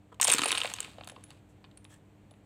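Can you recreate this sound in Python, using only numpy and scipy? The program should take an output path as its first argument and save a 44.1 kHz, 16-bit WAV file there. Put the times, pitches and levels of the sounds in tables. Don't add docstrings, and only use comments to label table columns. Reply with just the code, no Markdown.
import sys
import numpy as np
from scipy import signal
from scipy.fft import rfft, irfft
from scipy.io import wavfile

SR = 44100
rng = np.random.default_rng(int(sys.argv[2]) if len(sys.argv) > 2 else 0)


def output_pcm(signal):
    pcm = np.clip(np.atleast_2d(signal).T, -1, 1) * 32767
    wavfile.write(sys.argv[1], SR, np.round(pcm).astype(np.int16))


def voltage_ratio(level):
    return 10 ** (np.asarray(level, float) / 20)


N = 108045

# f/Hz, relative spectral density level/dB
HISS_SPECTRUM = [(30, -24.5), (64, -6), (80, -12), (110, -7), (300, -15.5), (700, -20.5), (1270, -30.5),
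                 (2400, -32.5), (4300, -40.5), (5200, -48.5), (8000, -40), (10300, -52), (14500, -50),
                 (16500, -69.5)]
# t/s, rms level/dB
HISS_LEVEL = [(0, -62), (.19, -60.5), (0.899, -56), (1.501, -60), (2.45, -60.5)]
# f/Hz, rms level/dB
HUM = [(100, -63), (199, -68), (300, -67.5)]
# t/s, length/s, board level/dB, body level/dB, crack level/dB
SLIDES = [(0.118, 0.025, -50.5, -71, -74.5), (1.485, 0.065, -87, -87, -74), (1.89, 0.12, -69, -71.5, -65.5)]
# f/Hz, width/Hz, gain of the body sound through it/dB
SLIDE_SINGS = [(1750, 150, 16), (3253, 100, 10)]
# t/s, rattle level/dB
TUMBLE = [(0.198, -70), (.25, -42), (.35, -39), (0.398, -43), (0.499, -39.5), (.65, -46), (.78, -53),
          (0.871, -54.5), (1.001, -72), (1.397, -72.5)]
# t/s, lower tone level/dB, upper tone level/dB
RINGS = [(0.244, -19.5, -23.5), (0.255, -34, -37), (0.27, -26, -35), (0.32, -15.5, -24), (.385, -31, -36),
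         (0.44, -28.5, -40), (.459, -29, -27), (0.481, -34, -33), (0.515, -35, -20.5), (0.578, -28.5, -54),
         (0.616, -45, -55), (.635, -36.5, -67), (.789, -74, -54), (.814, -53, -71), (.831, -53, -69),
         (1.05, -92, -58), (1.075, -67, -53), (1.087, -70, -49.5), (1.098, -68, -47), (1.239, -77, -41),
         (1.307, -75.5, -62.5), (1.773, -50.5, -52.5), (1.845, -65.5, -51), (2.311, -81.5, -55)]
# t/s, level/dB, pitch that the spot favours f/Hz
DROPS = [(0.1991, -19.5, 950), (0.2316, -44, 1270), (0.2488, -19, 960), (0.2835, -12, 667),
         (0.2860, -22.5, 165), (0.3001, -25, 730), (0.3156, -25.5, 1042), (0.338, -27, 1014),
         (0.3448, -18, 326), (0.3914, -25, 290), (0.3915, -22.5, 1130), (0.4192, -26, 1310),
         (0.419, -25.5, 280), (0.437, -27, 260), (0.4353, -20, 1360), (0.4558, -16, 736),
         (0.463, -23.5, 480), (0.5074, -30, 1270), (0.6465, -16.5, 663), (0.7987, -42, 1180),
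         (0.8788, -38, 754), (0.983, -29.5, 650), (1.0103, -31, 710), (1.0738, -37.5, 765),
         (1.1197, -34.5, 630), (1.1635, -35.5, 1040), (1.1762, -39, 454), (1.305, -45, 775),
         (1.642, -44.5, 1150), (1.8533, -50, 1059), (2.3138, -42.5, 657)]
# t/s, pin body level/dB, crack level/dB
KNOCKS = [(0.144, -47, -50.5), (0.1993, -21, -34), (0.2132, -22, -5.5), (0.2184, -22, -17),
          (0.22, -23, -12.5), (0.2268, -17, -21.5), (0.2294, -20, -8.5), (0.238, -41, -14.5),
          (0.2419, -30, -15), (0.2454, -24.5, -7.5), (0.2507, -21, -17.5), (0.2719, -14, -18.5),
          (0.2778, -16.5, -10.5), (0.2813, -8, -16), (0.291, -17.5, -15), (0.298, -16, -11),
          (0.3011, -13, -9.5), (0.3067, -15, -25.5), (0.316, -16.5, -9.5), (0.325, -8.5, -16),
          (0.333, -15, -9), (0.3375, -13.5, -12), (0.3473, -16.5, -12), (0.3525, -47, -23.5),
          (0.3819, -15.5, -25.5), (0.3836, -12.5, -16.5), (0.3919, -9.5, -22.5), (0.418, -15.5, -22.5),
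          (0.4346, -13, -16.5), (0.4447, -19, -27.5), (0.4571, -11.5, -23.5), (0.479, -23.5, -20.5),
          (0.485, -19, -21.5), (0.4923, -20.5, -25), (0.5067, -16, -32), (0.5179, -13, -13),
          (0.5266, -13, -25), (0.547, -20, -31.5), (0.5503, -17.5, -38.5), (0.5527, -22, -24.5),
          (0.5749, -14.5, -29.5), (0.5805, -20, -25), (0.6028, -22, -25), (0.6161, -17.5, -39),
          (0.6342, -23, -29), (0.646, -21.5, -43.5), (0.656, -18, -36.5), (0.667, -45, -32.5),
          (0.675, -25.5, -42.5), (0.699, -25, -29), (0.711, -56, -43.5), (0.7155, -27.5, -46),
          (0.7377, -22.5, -17), (0.749, -50, -50), (0.7645, -60, -35.5), (0.786, -27, -40),
          (0.8042, -26.5, -20), (0.829, -34, -38), (0.8462, -27, -40), (0.8485, -47, -47),
          (0.874, -41, -57), (0.896, -48, -57), (0.9838, -37.5, -57), (0.9963, -51, -61.5),
          (1.0103, -36.5, -70), (1.036, -35.5, -57), (1.0446, -46, -41), (1.049, -41.5, -53.5),
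          (1.0741, -28, -31), (1.0874, -38, -38.5), (1.0974, -31.5, -35), (1.117, -46, -45),
          (1.1625, -38.5, -75), (1.2385, -44, -40.5), (1.3049, -38.5, -40.5), (1.3132, -39, -60),
          (1.3225, -52, -61), (1.6423, -41, -66.5), (1.6472, -45.5, -71.5), (1.6495, -50, -69),
          (1.713, -47.5, -59), (1.7746, -46, -46.5), (1.8441, -50.5, -48), (1.8503, -44, -55),
          (1.9415, -53, -47), (2.31, -46.5, -52), (2.3386, -54, -77.5)]
# f/Hz, level/dB, 60 dB decay t/s
BOARD = [(165, -11.5, 0.014), (290, -6, 0.03), (480, -8, 0.03), (652, -3.5, 0.013), (844, -1, 0.014),
         (1048, -2, 0.034), (1278, 1, 0.021)]
# f/Hz, level/dB, 60 dB decay t/s
BODY = [(1622, -3.5, 0.0019), (2320, -8.5, 0.0032), (2634, -8.5, 0.006), (3046, -5.5, 0.0043),
        (3700, -7.5, 0.0051), (4395, -4, 0.0024)]
# f/Hz, level/dB, 60 dB decay t/s
CRACK = [(5503, -10, 0.0028), (6290, -12.5, 0.0029), (6570, -14.5, 0.0096), (7360, -8, 0.0052),
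         (8130, -1, 0.0028), (9470, -8, 0.0032), (11770, -16.5, 0.0017), (13500, -13.5, 0.002)]
# low edge f/Hz, high edge f/Hz
FAMILY_HZ = [(330, 1600), (1200, 5200), (4200, 17000)]

ROOM_DB, ROOM_T60_S, WALL_CUT_HZ = -17, 0.23, 1800
SLIDE_TOUCHES_PER_S = 3000
RATTLES_PER_S, RATTLE_SPREAD_DB, RATTLE_BAND_HZ = 1200, 1.5, [230, 15000]
RING_HZ, RING_T60_S = [8730, 9964], [0.04, 0.023]
RING_TAIL_DB, RING_TAIL_T60_S = -17, [0.26, 0.23]
RING_SCATTER_HZ, RING_WOBBLE, RING_WOBBLE_HZ = 30, 0.4, 25
CONTACT_S, CONTACT_ROUGHNESS, MODE_SCATTER_DB = 0.00044, 0.9, 4
DROP_DB_PER_OCTAVE, DROP_BAND_HZ = 24, [100, 870]
BOARD_FOLLOWS_DB = -22
CHATTER_S, CHATTER_DB = 0.0057, -7.5
LANE_LOW_CUT_HZ = 110


def rms_one(x):
    return x / np.sqrt(np.mean(x ** 2) + 1e-20)


def band(x, edges_hz):
    return signal.sosfilt(signal.butter(2, edges_hz, "band", fs=SR, output="sos"), x)


def curve(points):
    return voltage_ratio(np.interp(np.arange(N) / SR, *np.transpose(points)))


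def ring(clicks, hz, t60):
    radius = voltage_ratio(-60 / (t60 * SR))
    turn = 2 * np.pi * hz / SR
    return signal.lfilter([0, np.sin(turn)], [1, -2 * radius * np.cos(turn), radius ** 2], clicks + 1e-18)


def resonance(x, hz, width_hz):
    radius = np.exp(-np.pi * width_hz / SR)
    side = (1 - radius ** 2) / 2
    poles = [1, -2 * radius * np.cos(2 * np.pi * hz / SR), radius ** 2]
    return signal.lfilter([side, 0, -side], poles, x)


def struck(times, db, modes, edges_hz, favoured_hz=None):
    n = np.arange(160)
    hard = favoured_hz is None
    at = (np.asarray(times) * SR).astype(int)[:, None] + n
    fade = np.exp(-n / (CONTACT_S * SR))
    out = 0
    for k, (hz, level_db, t60) in enumerate(modes):
        draw = rng.standard_normal((len(at), 162))
        phase = np.pi * k + hard * 10 * draw[:, 1:2]
        push = np.cos(2 * np.pi * hz * n / SR + phase) + hard * CONTACT_ROUGHNESS * draw[:, 2:]
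        shape = 2 * fade / fade.sum() * push
        if hard:
            off_db = MODE_SCATTER_DB * draw[:, 0]
        else:
            off_db = -DROP_DB_PER_OCTAVE * np.abs(np.log2(hz / favoured_hz))
        blows = voltage_ratio(db + level_db + off_db)[:, None] * shape
        clicks = np.bincount(at.ravel(), blows.ravel(), N + 160)
        out = out + ring(clicks[:N], hz, t60)
    return band(out, edges_hz)


def grains(touches, mix_db):
    parts = []
    for db, modes, edges_hz in zip(mix_db, (BOARD, BODY, CRACK), FAMILY_HZ):
        family = 0
        for hz, level_db, t60 in modes:
            family = family + voltage_ratio(level_db) * ring(touches * rng.standard_normal(N), hz, t60)
        parts.append(voltage_ratio(db) * rms_one(band(family, edges_hz)))
    return parts


def air():
    hz = np.arange(N // 2 + 1) * SR / N + 1
    f, db = np.transpose(HISS_SPECTRUM)
    colour = voltage_ratio(np.interp(np.log(hz), np.log(f), db))
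    hiss = rms_one(irfft(rfft(rng.standard_normal(N)) * colour, N))
    hum = 0
    for hum_hz, level_db in HUM:
        cycles = hum_hz * np.arange(N) / SR + rng.random()
        hum = hum + voltage_ratio(level_db) * np.sqrt(2) * np.sin(2 * np.pi * cycles)
    return curve(HISS_LEVEL) * hiss + hum


def room(x):
    t = np.arange(SR // 2) / SR
    tail = rng.standard_normal(len(t)) * voltage_ratio(-60 * t / ROOM_T60_S) * (t > .003)
    tail = signal.sosfilt(signal.butter(1, WALL_CUT_HZ, fs=SR, output="sos"), tail)
    return voltage_ratio(ROOM_DB) * signal.fftconvolve(x, tail / np.sqrt(np.sum(tail ** 2)))[:N]


def slides():
    t = np.arange(N) / SR
    board, body, crack = grains(rng.random(N) < SLIDE_TOUCHES_PER_S / SR, [0, 0, 0])
    body = body + sum(voltage_ratio(db) * resonance(body, hz, width_hz) for hz, width_hz, db in SLIDE_SINGS)
    out = 0
    for s, length, *levels_db in SLIDES:
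        progress = np.clip((t - s) / length, 0, 1)
        stroke = np.sin(np.pi * progress ** 0.5).clip(0) ** 2
        out = out + stroke * sum(voltage_ratio(db) * part for db, part in zip(levels_db, (board, body, crack)))
    return out


def tumble():
    force = voltage_ratio(RATTLE_SPREAD_DB * np.minimum(rng.exponential(1, N), 4))
    touches = (rng.random(N) < RATTLES_PER_S / SR) * force
    rattle = band(sum(grains(touches, [-10, 0.5, -5])), RATTLE_BAND_HZ)
    level = np.interp(np.arange(N) / SR, *np.transpose(TUMBLE), -120, -120)
    return voltage_ratio(level) * rattle


def rings():
    s, *levels_db = np.transpose(RINGS)
    at = (s * SR).astype(int)
    pin = rng.integers(0, 3, len(s))
    out = 0
    for db, hz, t60, tail_t60 in zip(levels_db, RING_HZ, RING_T60_S, RING_TAIL_T60_S):
        for k in range(3):
            clicks = np.bincount(at, voltage_ratio(db) * (pin == k), N)
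            slow_noise = rms_one(resonance(rng.standard_normal(N), RING_WOBBLE_HZ, RING_WOBBLE_HZ))
            wobble = 1 + RING_WOBBLE * slow_noise
            tone = ring(clicks, hz + RING_SCATTER_HZ * (k - 1), t60)
            tail = voltage_ratio(RING_TAIL_DB) * ring(clicks, hz - 20 + 10 * k, tail_t60)
            out = out + resonance(wobble * (tone + tail), hz, 2100)
    return out


def drops():
    s, db, spot_hz = np.transpose(DROPS)
    return struck(s, db, BOARD, DROP_BAND_HZ, spot_hz)


def knocks():
    s, body_db, crack_db = np.transpose(KNOCKS)
    first, second = rng.random((2, len(s)))
    s = np.concatenate([s, s + CHATTER_S * (first + 0.3) / 2, s + CHATTER_S * (second + 1.3) / 2])
    body_db = np.concatenate([body_db, body_db + CHATTER_DB, body_db + 2 * CHATTER_DB])
    crack_db = np.concatenate([crack_db, crack_db + CHATTER_DB, crack_db + 2 * CHATTER_DB])
    board = struck(s, body_db + BOARD_FOLLOWS_DB, BOARD, FAMILY_HZ[0])
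    body = struck(s, body_db, BODY, FAMILY_HZ[1])
    crack = struck(s, crack_db, CRACK, FAMILY_HZ[2])
    return board + body + crack


def scene():
    low_cut = signal.butter(4, LANE_LOW_CUT_HZ, "high", fs=SR, output="sos")
    lane = signal.sosfilt(low_cut, slides() + tumble() + rings() + drops() + knocks())
    return (air() + room(lane) + lane)[None]


def band_limit(x):
    return signal.sosfilt(signal.butter(12, 16810, fs=SR, output="sos"), x)


def record(dry):
    return band_limit(dry)


dry = scene()
out = record(dry)
output_pcm(out)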